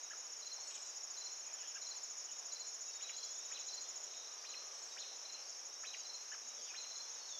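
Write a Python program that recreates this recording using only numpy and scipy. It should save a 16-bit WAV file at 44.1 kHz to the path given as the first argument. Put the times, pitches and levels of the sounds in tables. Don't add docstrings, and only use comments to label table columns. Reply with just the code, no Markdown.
import sys
import numpy as np
from scipy import signal
from scipy.fft import rfft, irfft
from scipy.io import wavfile
from scipy.ndimage import uniform_filter1d

SR = 44100
rng = np.random.default_rng(int(sys.argv[2]) if len(sys.argv) > 2 else 0)


def digitize_waveform(pressure):
    field = np.atleast_2d(pressure).T
    bounded = np.clip(field, -1, 1)
    quanta = np.round(bounded * 32767).astype(np.int16)
    wavfile.write(sys.argv[1], SR, quanta)


N = 325899
TIME = np.arange(N) / SR

# f/Hz, relative level/dB
AIR_SPECTRUM = [(18, -60), (30, -30), (119, -27), (187, -22), (237, -13.5), (277, -11), (453, -1.5),
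                (620, 1), (1100, 0.5), (1760, -2.5), (1980, -3), (2460, -2.5), (3300, -5.5), (4290, -8.5),
                (7260, -120)]
HUM_SPECTRUM = [(3000, -40.5), (3600, -21), (3850, -13.5), (4120, -25), (4400, -16.5), (4900, -11.5),
                (5250, -4), (5440, 2.5), (5600, 1.5), (5780, 0.5), (6000, -1.5), (6700, -1.5), (7100, -10),
                (7600, -39), (8500, -59)]
HISS_SPECTRUM = [(2500, -33), (3400, -4.5), (4600, -4.5), (6500, -1.5), (8000, -5.5), (9500, -10),
                 (13500, -13.5), (14300, -39), (15000, -30)]
# t/s, number of the wing stroke
LOW_TRILL_BEAT = [(.004, 0), (4.221, 125), (5.063, 150), (7.396, 219)]
HIGH_TRILL_BEAT = [(-.016, 0), (3.201, 100), (4.007, 125), (7.389, 230)]
# t/s from the beat, f/Hz, level/dB
LOW_TRILL_STROKE = [(-.014, 5480, -66), (-.009, 5460, -55), (-.003, 5420, -55.3), (0, 5230, -57.5),
                    (.003, 4900, -60.3), (.006, 4700, -69)]
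HIGH_TRILL_STROKE = [(-.007, 5860, -61), (-.002, 5830, -54.8), (.002, 5770, -55.3), (.007, 5560, -62)]
# start t/s, end t/s, stroke rate/Hz, stroke length/s, start f/Hz, middle f/Hz, end f/Hz, level/dB
CHORUS = [ (0, 5.6, 14.6, .034, 6100, 6400, 5900, -58), (0, 5.5, 12.6, .034, 6300, 6540, 6050, -60),
          (2.72, 4.3, 13.5, .03, 6450, 6650, 6200, -55), (5.6, 7.4, 14.55, .032, 6250, 6500, 6050, -53.5),
          (5.5, 7.4, 12.4, .03, 6400, 6640, 6150, -55.5), (6.97, 7.4, 14.3, .032, 6500, 6520, 5950, -52),
          (3.18, 4.2, 12.4, .026, 7100, 7450, 7050, -68)]
# t/s, length/s, start f/Hz, middle f/Hz, end f/Hz, level/dB
WHISTLES = [ (.02, 0.075, 3850, 3830, 3860, -68.5), (0.596, .125, 4210, 4360, 4170, -63.5),
            (0.698, 0.095, 3810, 3860, 3930, -65), (0.781, 0.16, 4190, 4030, 3900, -70.5),
            (0.846, .12, 5000, 4900, 4880, -66), (2.304, .08, 3700, 3740, 3780, -72),
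            (2.854, 0.17, 3850, 3780, 3700, -67), (2.871, .045, 2684, 2700, 2660, -67),
            (2.908, 0.061, 4230, 4530, 4300, -65), (3.09, 0.25, 3470, 3310, 3490, -66),
            (3.33, 0.18, 3490, 3730, 3900, -67), (3.881, 0.57, 4100, 4060, 4100, -70.5),
            (4.07, 0.26, 3700, 3766, 3734, -67), (4.678, 0.26, 4200, 4300, 4150, -72),
            (4.72, 0.14, 3880, 3910, 3900, -75), (4.9, 0.043, 3850, 3800, 3930, -63),
            (5.68, 0.16, 3830, 3790, 3890, -71), (6.41, 0.16, 3880, 3830, 3900, -69),
            (6.9, .22, 3580, 3500, 3440, -71), (7.11, 0.11, 3820, 3810, 3800, -67),
            (7.28, 0.095, 4370, 4360, 4310, -64.5)]
# t/s, f/Hz, level/dB
FALLING_WHISTLE = [(7.175, 4430, -68), (7.2, 4410, -62), (7.25, 4360, -62), (7.275, 4250, -63),
                   (7.297, 3780, -58.5), (7.32, 3600, -60), (7.36, 3470, -58), (7.39, 3400, -63)]
# t/s, number of the wing stroke
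FAST_BEAT = [(.043, 0), (1.474, 20), (2.893, 40), (3.533, 49), (4.043, 56)]
SLOW_BEAT = [(.04, 0), (1.04, 6), (2.534, 15), (4.502, 27), (5.666, 34), (7.308, 44)]
# t/s from the beat, f/Hz, level/dB
FAST_STROKE = [(-.018, 6520, -58), (-.012, 6730, -50), (-.006, 6880, -47.3), (0, 6915, -46.8),
               (.005, 6800, -48.3), (.01, 6520, -52.5), (.016, 5980, -61)]
SLOW_STROKE = [(-.015, 6450, -60), (-.009, 6660, -54.5), (-.004, 6800, -52.5), (-.001, 7030, -53),
               (.002, 6850, -50), (.006, 6740, -51.5), (.01, 6500, -55.5), (.014, 6150, -63)]
# t/s, length/s, middle f/Hz, lower voice level/dB, upper voice level/dB
YELPS = [(.104, .038, 1800, -54.5, -65), (1.622, .038, 1750, -65, -66), (1.751, .036, 1660, -56.5, -58.5),
         (6.314, .04, 1780, -54, -60)]
# last stroke t/s, last stroke level/dB, growth per stroke/dB
NEAR_CHIRPS = [(.522, -47, 3), (1.268, -47.5, 2.5), (1.918, -47, 4), (2.614, -47.5, 3), (3.235, -47.5, 2.8),
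               (3.784, -47, 1.5), (4.573, -48, 3), (5.349, -48.5, 2), (6.149, -48, 2), (7.009, -49, 1.5)]
# last stroke t/s, last stroke level/dB
FAR_CHIRPS = [(.49, -61), (1.2, -61), (1.99, -60), (2.6, -59), (3.24, -60), (3.8, -57), (4.48, -59),
              (4.985, -59), (5.53, -58.5), (6.04, -57), (6.69, -58.5)]
# peak t/s, length/s, centre f/Hz, width/Hz, level/dB
SWELLS = [(.6, .15, 743, 500, -66), (4.6, .65, 1190, 130, -70), (4.6, 3.4, 580, 380, -71.5),
          (4.4, 2.4, 3500, 1100, -72), (6.46, .15, 237, 30, -80), (6.618, .09, 250, 40, -78),
          (6.613, .06, 530, 170, -66)]
# t/s, length/s, level/dB
THIN_CALLS = [(.625, .26, -68), (4.71, .27, -73.5)]
# t/s, length/s, start f/Hz, middle f/Hz, end f/Hz, level/dB
RASPY_NOTES = [ (0.696, 0.025, 1450, 2745, 3150, -59), (0.74, 0.041, 3880, 2940, 2400, -60.5),
               (1.432, 0.11, 2950, 2480, 2390, -68), (1.573, 0.069, 3260, 2920, 2630, -63.5),
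               (1.626, 0.1, 2690, 3180, 2330, -63), (2.268, 0.051, 3210, 2960, 3210, -64),
               (3.838, 0.032, 3010, 3420, 3450, -61.5), (4.132, 0.0136, 3300, 2620, 2300, -61),
               (5.279, 0.158, 2860, 2740, 2810, -68), (6.561, 0.086, 3700, 3350, 3040, -65),
               (6.645, 0.04, 3110, 3520, 2940, -61), (6.677, 0.05, 3060, 2540, 2370, -59)]
# t/s, length/s, top f/Hz, sag/Hz, climb level/dB, top level/dB, plunge level/dB
SWEEPS = [ (2.989, .116, 4040, 240, -59, -54.5, -52.3), (3.505, .083, 4110, 260, -56.7, -52.3, -68),
          (4.432, .118, 4130, 200, -58.5, -56, -52), (4.96, .089, 4200, 300, -56, -51.8, -64),
          (5.831, .122, 4040, 200, -55.5, -51.5, -50.3), (6.735, .122, 4190, 200, -54, -51, -56.5)]


def undb(db):
    return 10 ** (np.asarray(db) / 20)


def noise(spectrum):
    hz, db = np.transpose(spectrum)
    f = np.maximum(np.arange(N // 2 + 1) * SR / N, 1)
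    gain = undb(np.interp(np.log(f), np.log(hz), db))
    x = irfft(rfft(rng.standard_normal(N)) * gain, N)
    return x / x.std()


def wander(rate):
    size = int(SR / rate)
    held = np.repeat(rng.standard_normal(N // size + 1), size)
    return uniform_filter1d(held, size)[:N] * np.sqrt(3 / 2)


def add(out, s, x):
    i = int(s * SR)
    a, b = max(i, 0), min(i + len(x), N)
    if b > a:
        out[a:b] += x[a - i:b - i]


def background():
    mid = noise(AIR_SPECTRUM + [(4500, -25), (7000, -42)])
    side = undb(-5) * noise(AIR_SPECTRUM + [(4500, -25), (7000, -66)])
    air = (mid + np.array([side, -side])) * undb(-62 + .42 * wander(9.4))
    hum = noise(HUM_SPECTRUM) + undb(-11) * np.array([noise(HUM_SPECTRUM), noise(HUM_SPECTRUM)])
    hum *= undb(-55 + 1.2 * wander(25))
    return air + hum + undb(-70) * noise(HISS_SPECTRUM)


def glide(path, ratio=1):
    s, hz, db = np.transpose(path)
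    s = np.maximum.accumulate(s)
    t = s[0] + np.arange(max(int((s[-1] - s[0]) * SR), 2)) / SR
    pitch = uniform_filter1d(np.interp(t, s, hz), size=160, mode="nearest") * ratio
    ends = np.clip(np.minimum(t - t[0], t[-1] - t) / .003, 0, 1)
    phase = 2 * np.pi * (np.cumsum(pitch) / SR + rng.random())
    return np.sqrt(2) * np.sin(phase) * undb(np.interp(t, s, db)) * ends


def beat(counted):
    s, number = np.transpose(counted)
    return np.interp(np.arange(number[-1] + 1), number, s)


def wing_strokes(times, stroke, vary_db, detune, warm_up_db=0):
    out = np.zeros(N)
    for s, (loud, sharp) in zip(times, rng.standard_normal((len(times), 2))):
        effort_db = -warm_up_db * np.exp(-s / .8)
        ratio = 1 + .008 * effort_db + detune * sharp
        add(out, s + stroke[0][0], undb(effort_db + vary_db * loud) * glide(stroke, ratio))
    return out


def quaver(x, depth, rate):
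    return np.real(signal.hilbert(x) * np.exp(1j * depth * wander(rate)))


def foliage(x, echo_db, ring_s, above_hz=1000, stir=0):
    t = np.arange(SR * 3 // 4) / SR
    tails = rng.standard_normal((2, len(t))) * undb(-60 * t / ring_s) * (1 - np.exp(-t / .0061))
    tails /= np.sqrt(np.sum(tails ** 2, axis=1, keepdims=True))
    treble = signal.sosfilt(signal.butter(3, above_hz, "high", fs=SR, output="sos"), x)
    if stir:
        treble = quaver(treble, depth=stir, rate=300)
    mid, side = (undb(echo_db) * signal.fftconvolve(treble, tail)[:N] for tail in tails)
    return x + mid + undb(-16.5) * np.array([side, -side])


def trilling_crickets():
    low = wing_strokes(beat(LOW_TRILL_BEAT), LOW_TRILL_STROKE, vary_db=.6, detune=.003)
    high = wing_strokes(beat(HIGH_TRILL_BEAT), HIGH_TRILL_STROKE, vary_db=.5, detune=.002)
    return foliage(low + high, echo_db=-3.5, ring_s=.4)


def arc(s, length, first_hz, mid_hz, last_hz, db, fade_db=6):
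    u = np.linspace(0, 1, num=17)
    pitch = np.polyval(np.polyfit([0, .5, 1], [first_hz, mid_hz, last_hz], 2), u)
    return np.transpose([s + length * u, pitch, db - fade_db * (2 * u - 1) ** 2])


def cricket_chorus():
    out = np.zeros(N)
    for start, end, rate, length, first_hz, mid_hz, last_hz, db in CHORUS:
        stroke = arc(-length / 2, length, first_hz, mid_hz, last_hz, db, fade_db=7)
        gaps = 1 + .008 * rng.standard_normal(300)
        times = start + (np.cumsum(gaps) - 1) / rate
        out += wing_strokes(times[times < end], stroke, vary_db=1.2, detune=.004)
    return foliage(out * undb(1.5 * wander(500)), echo_db=-8, ring_s=.25)


def bird_voice(paths, waver_db, upper_ratio=2, upper_db=-35):
    out = np.zeros(N)
    for path in paths:
        add(out, path[0][0], glide(path) + undb(upper_db) * glide(path, upper_ratio))
    return out * undb(waver_db * wander(150))


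def whistles():
    notes = [arc(*row) for row in WHISTLES] + [FALLING_WHISTLE]
    held_hz = 2520
    held = [arc(s + .048, .048, held_hz, held_hz, held_hz, db=-67.5) for s, *_ in SWEEPS]
    voice = quaver(bird_voice(notes + held, waver_db=2.5), depth=.7, rate=150)
    return foliage(voice, echo_db=-6, ring_s=.6, stir=.9)


def near_crickets():
    fast = wing_strokes(beat(FAST_BEAT), FAST_STROKE, vary_db=.4, detune=.003, warm_up_db=3)
    fast *= undb(1.1 * wander(600))
    slow = wing_strokes(beat(SLOW_BEAT), SLOW_STROKE, vary_db=.5, detune=.003)
    slow *= undb(1.8 * wander(600))
    octave = np.real(signal.hilbert(fast) ** 2) / np.abs(fast).max()
    return foliage(fast + slow + undb(-33) * octave, echo_db=-17, ring_s=.2)


def rasp(x, depth, rate):
    whole = signal.hilbert(x)
    slack = signal.sosfiltfilt(signal.butter(4, 3300, fs=SR, output="sos"), whole)
    fluttered = np.real(whole - slack + slack * np.exp(1j * depth * wander(rate)))
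    return signal.sosfilt(signal.butter(2, 700, "high", fs=SR, output="sos"), fluttered)


def twigs(x, spread_s, db):
    t = np.arange(SR // 20) / SR
    echoes = rng.standard_normal(len(t)) * np.exp(-t / spread_s)
    return x + undb(db) * signal.fftconvolve(x, echoes / np.linalg.norm(echoes))[:N]


def yelps():
    paths = []
    for s, length, mid_hz, lower_db, upper_db in YELPS:
        for hz, db in (mid_hz, lower_db), (1.72 * mid_hz, upper_db):
            paths.append(arc(s, length, .75 * hz, hz, .575 * hz, db, fade_db=5))
    voice = rasp(bird_voice(paths, waver_db=1.2), depth=.5, rate=700)
    return foliage(twigs(voice, spread_s=.015, db=-11), echo_db=-11, ring_s=.4, stir=.8)


def chirps(rows, hz, fall, length):
    out = np.zeros(N)
    u = np.linspace(-1, 1, num=7)
    for s, db, growth_db in rows:
        for to_come, early_s in (2, .092), (1, .048), (0, 0):
            drop = fall * (1 + .25 * to_come) * (u + .55 * u ** 2)
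            pitch = hz * (1 - .009 * to_come - drop)
            level = db - growth_db * to_come - 11 * u ** 2
            add(out, s - early_s - length / 2, glide(np.transpose([u * length / 2, pitch, level])))
    return out


def field_crickets():
    near = quaver(chirps(NEAR_CHIRPS, hz=4180, fall=.029, length=.021), depth=.2, rate=400)
    far = chirps([(s, db, .6) for s, db in FAR_CHIRPS], hz=4830, fall=.036, length=.022)
    return foliage(near, echo_db=-7.2, ring_s=.6) + foliage(far, echo_db=-2.5, ring_s=.4)


def swells():
    out = np.zeros(N)
    for s, length, hz, width, db in SWELLS:
        low_hz, high_hz = hz * np.exp(-1.5 * width / hz), hz + 2 * width
        band = noise([(low_hz, -45), (hz - width / 2, -3), (hz + width / 2, -3), (high_hz, -45)])
        out += band * undb(db) * np.exp(-(2 * (TIME - s) / length) ** 2)
    return out


def thin_calls():
    rise_s, settle_s, fade_db_per_s = .05, .12, 8
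    paths = []
    for s, length, db in THIN_CALLS:
        t = np.linspace(0, length, num=30)
        swell_db = 20 * np.log10(np.minimum(t / rise_s, 1) + 1e-3)
        pitch = 8000 - 500 * (1 - np.exp(-t / settle_s))
        paths.append(np.transpose([s + t, pitch, db + swell_db - fade_db_per_s * t]))
    voice = bird_voice(paths, waver_db=3.5, upper_ratio=1.09, upper_db=-8.5)
    return foliage(quaver(voice, depth=1, rate=140), echo_db=-4, ring_s=.6, stir=1.5)


def raspy_birds():
    notes = bird_voice([arc(*row) for row in RASPY_NOTES], waver_db=2)
    notes = quaver(rasp(notes, depth=.8, rate=1000), depth=.9, rate=600)
    sweeps = bird_voice([sweep(*row) for row in SWEEPS], waver_db=2)
    sweeps = quaver(rasp(sweeps, depth=.85, rate=1000), depth=.55, rate=300)
    blurred = twigs(notes + sweeps, spread_s=.014, db=-5)
    return foliage(blurred, echo_db=1, ring_s=.75, above_hz=3700, stir=.85)


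def sweep(s, length, top_hz, sag_hz, climb_db, top_db, plunge_db):
    start_hz, end_hz = 1200, 1800
    climb_s, sag_s, plunge_s = .044, .024, .026
    t = np.linspace(0, length, num=60)
    climb = np.sin(np.pi / 2 * np.minimum(t / climb_s, 1) ** 1.45)
    sag = np.clip((t - climb_s) / sag_s, 0, 1)
    plunge = np.clip(1 - (length - t) / plunge_s, 0, 1) ** 1.2
    held = start_hz + (top_hz - start_hz) * climb - sag_hz * sag
    pitch = held + (end_hz - held) * plunge
    pushes = [(climb_db, .017, .022), (top_db, .055, .017), (plunge_db, length - .009, .009)]
    effort = sum(undb(db) * np.exp(-((t - peak_s) / width_s) ** 2) for db, peak_s, width_s in pushes)
    return np.transpose([s + t, pitch, 20 * np.log10(effort + 1e-9)])


def scene():
    return (background() + trilling_crickets() + cricket_chorus() + whistles() + near_crickets()
            + yelps() + field_crickets() + swells() + thin_calls() + raspy_birds())


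def record(dry):
    return signal.sosfilt(signal.ellip(8, .2, 70, 15000, fs=SR, output="sos"), dry)


dry = scene()
out = record(dry)
digitize_waveform(out)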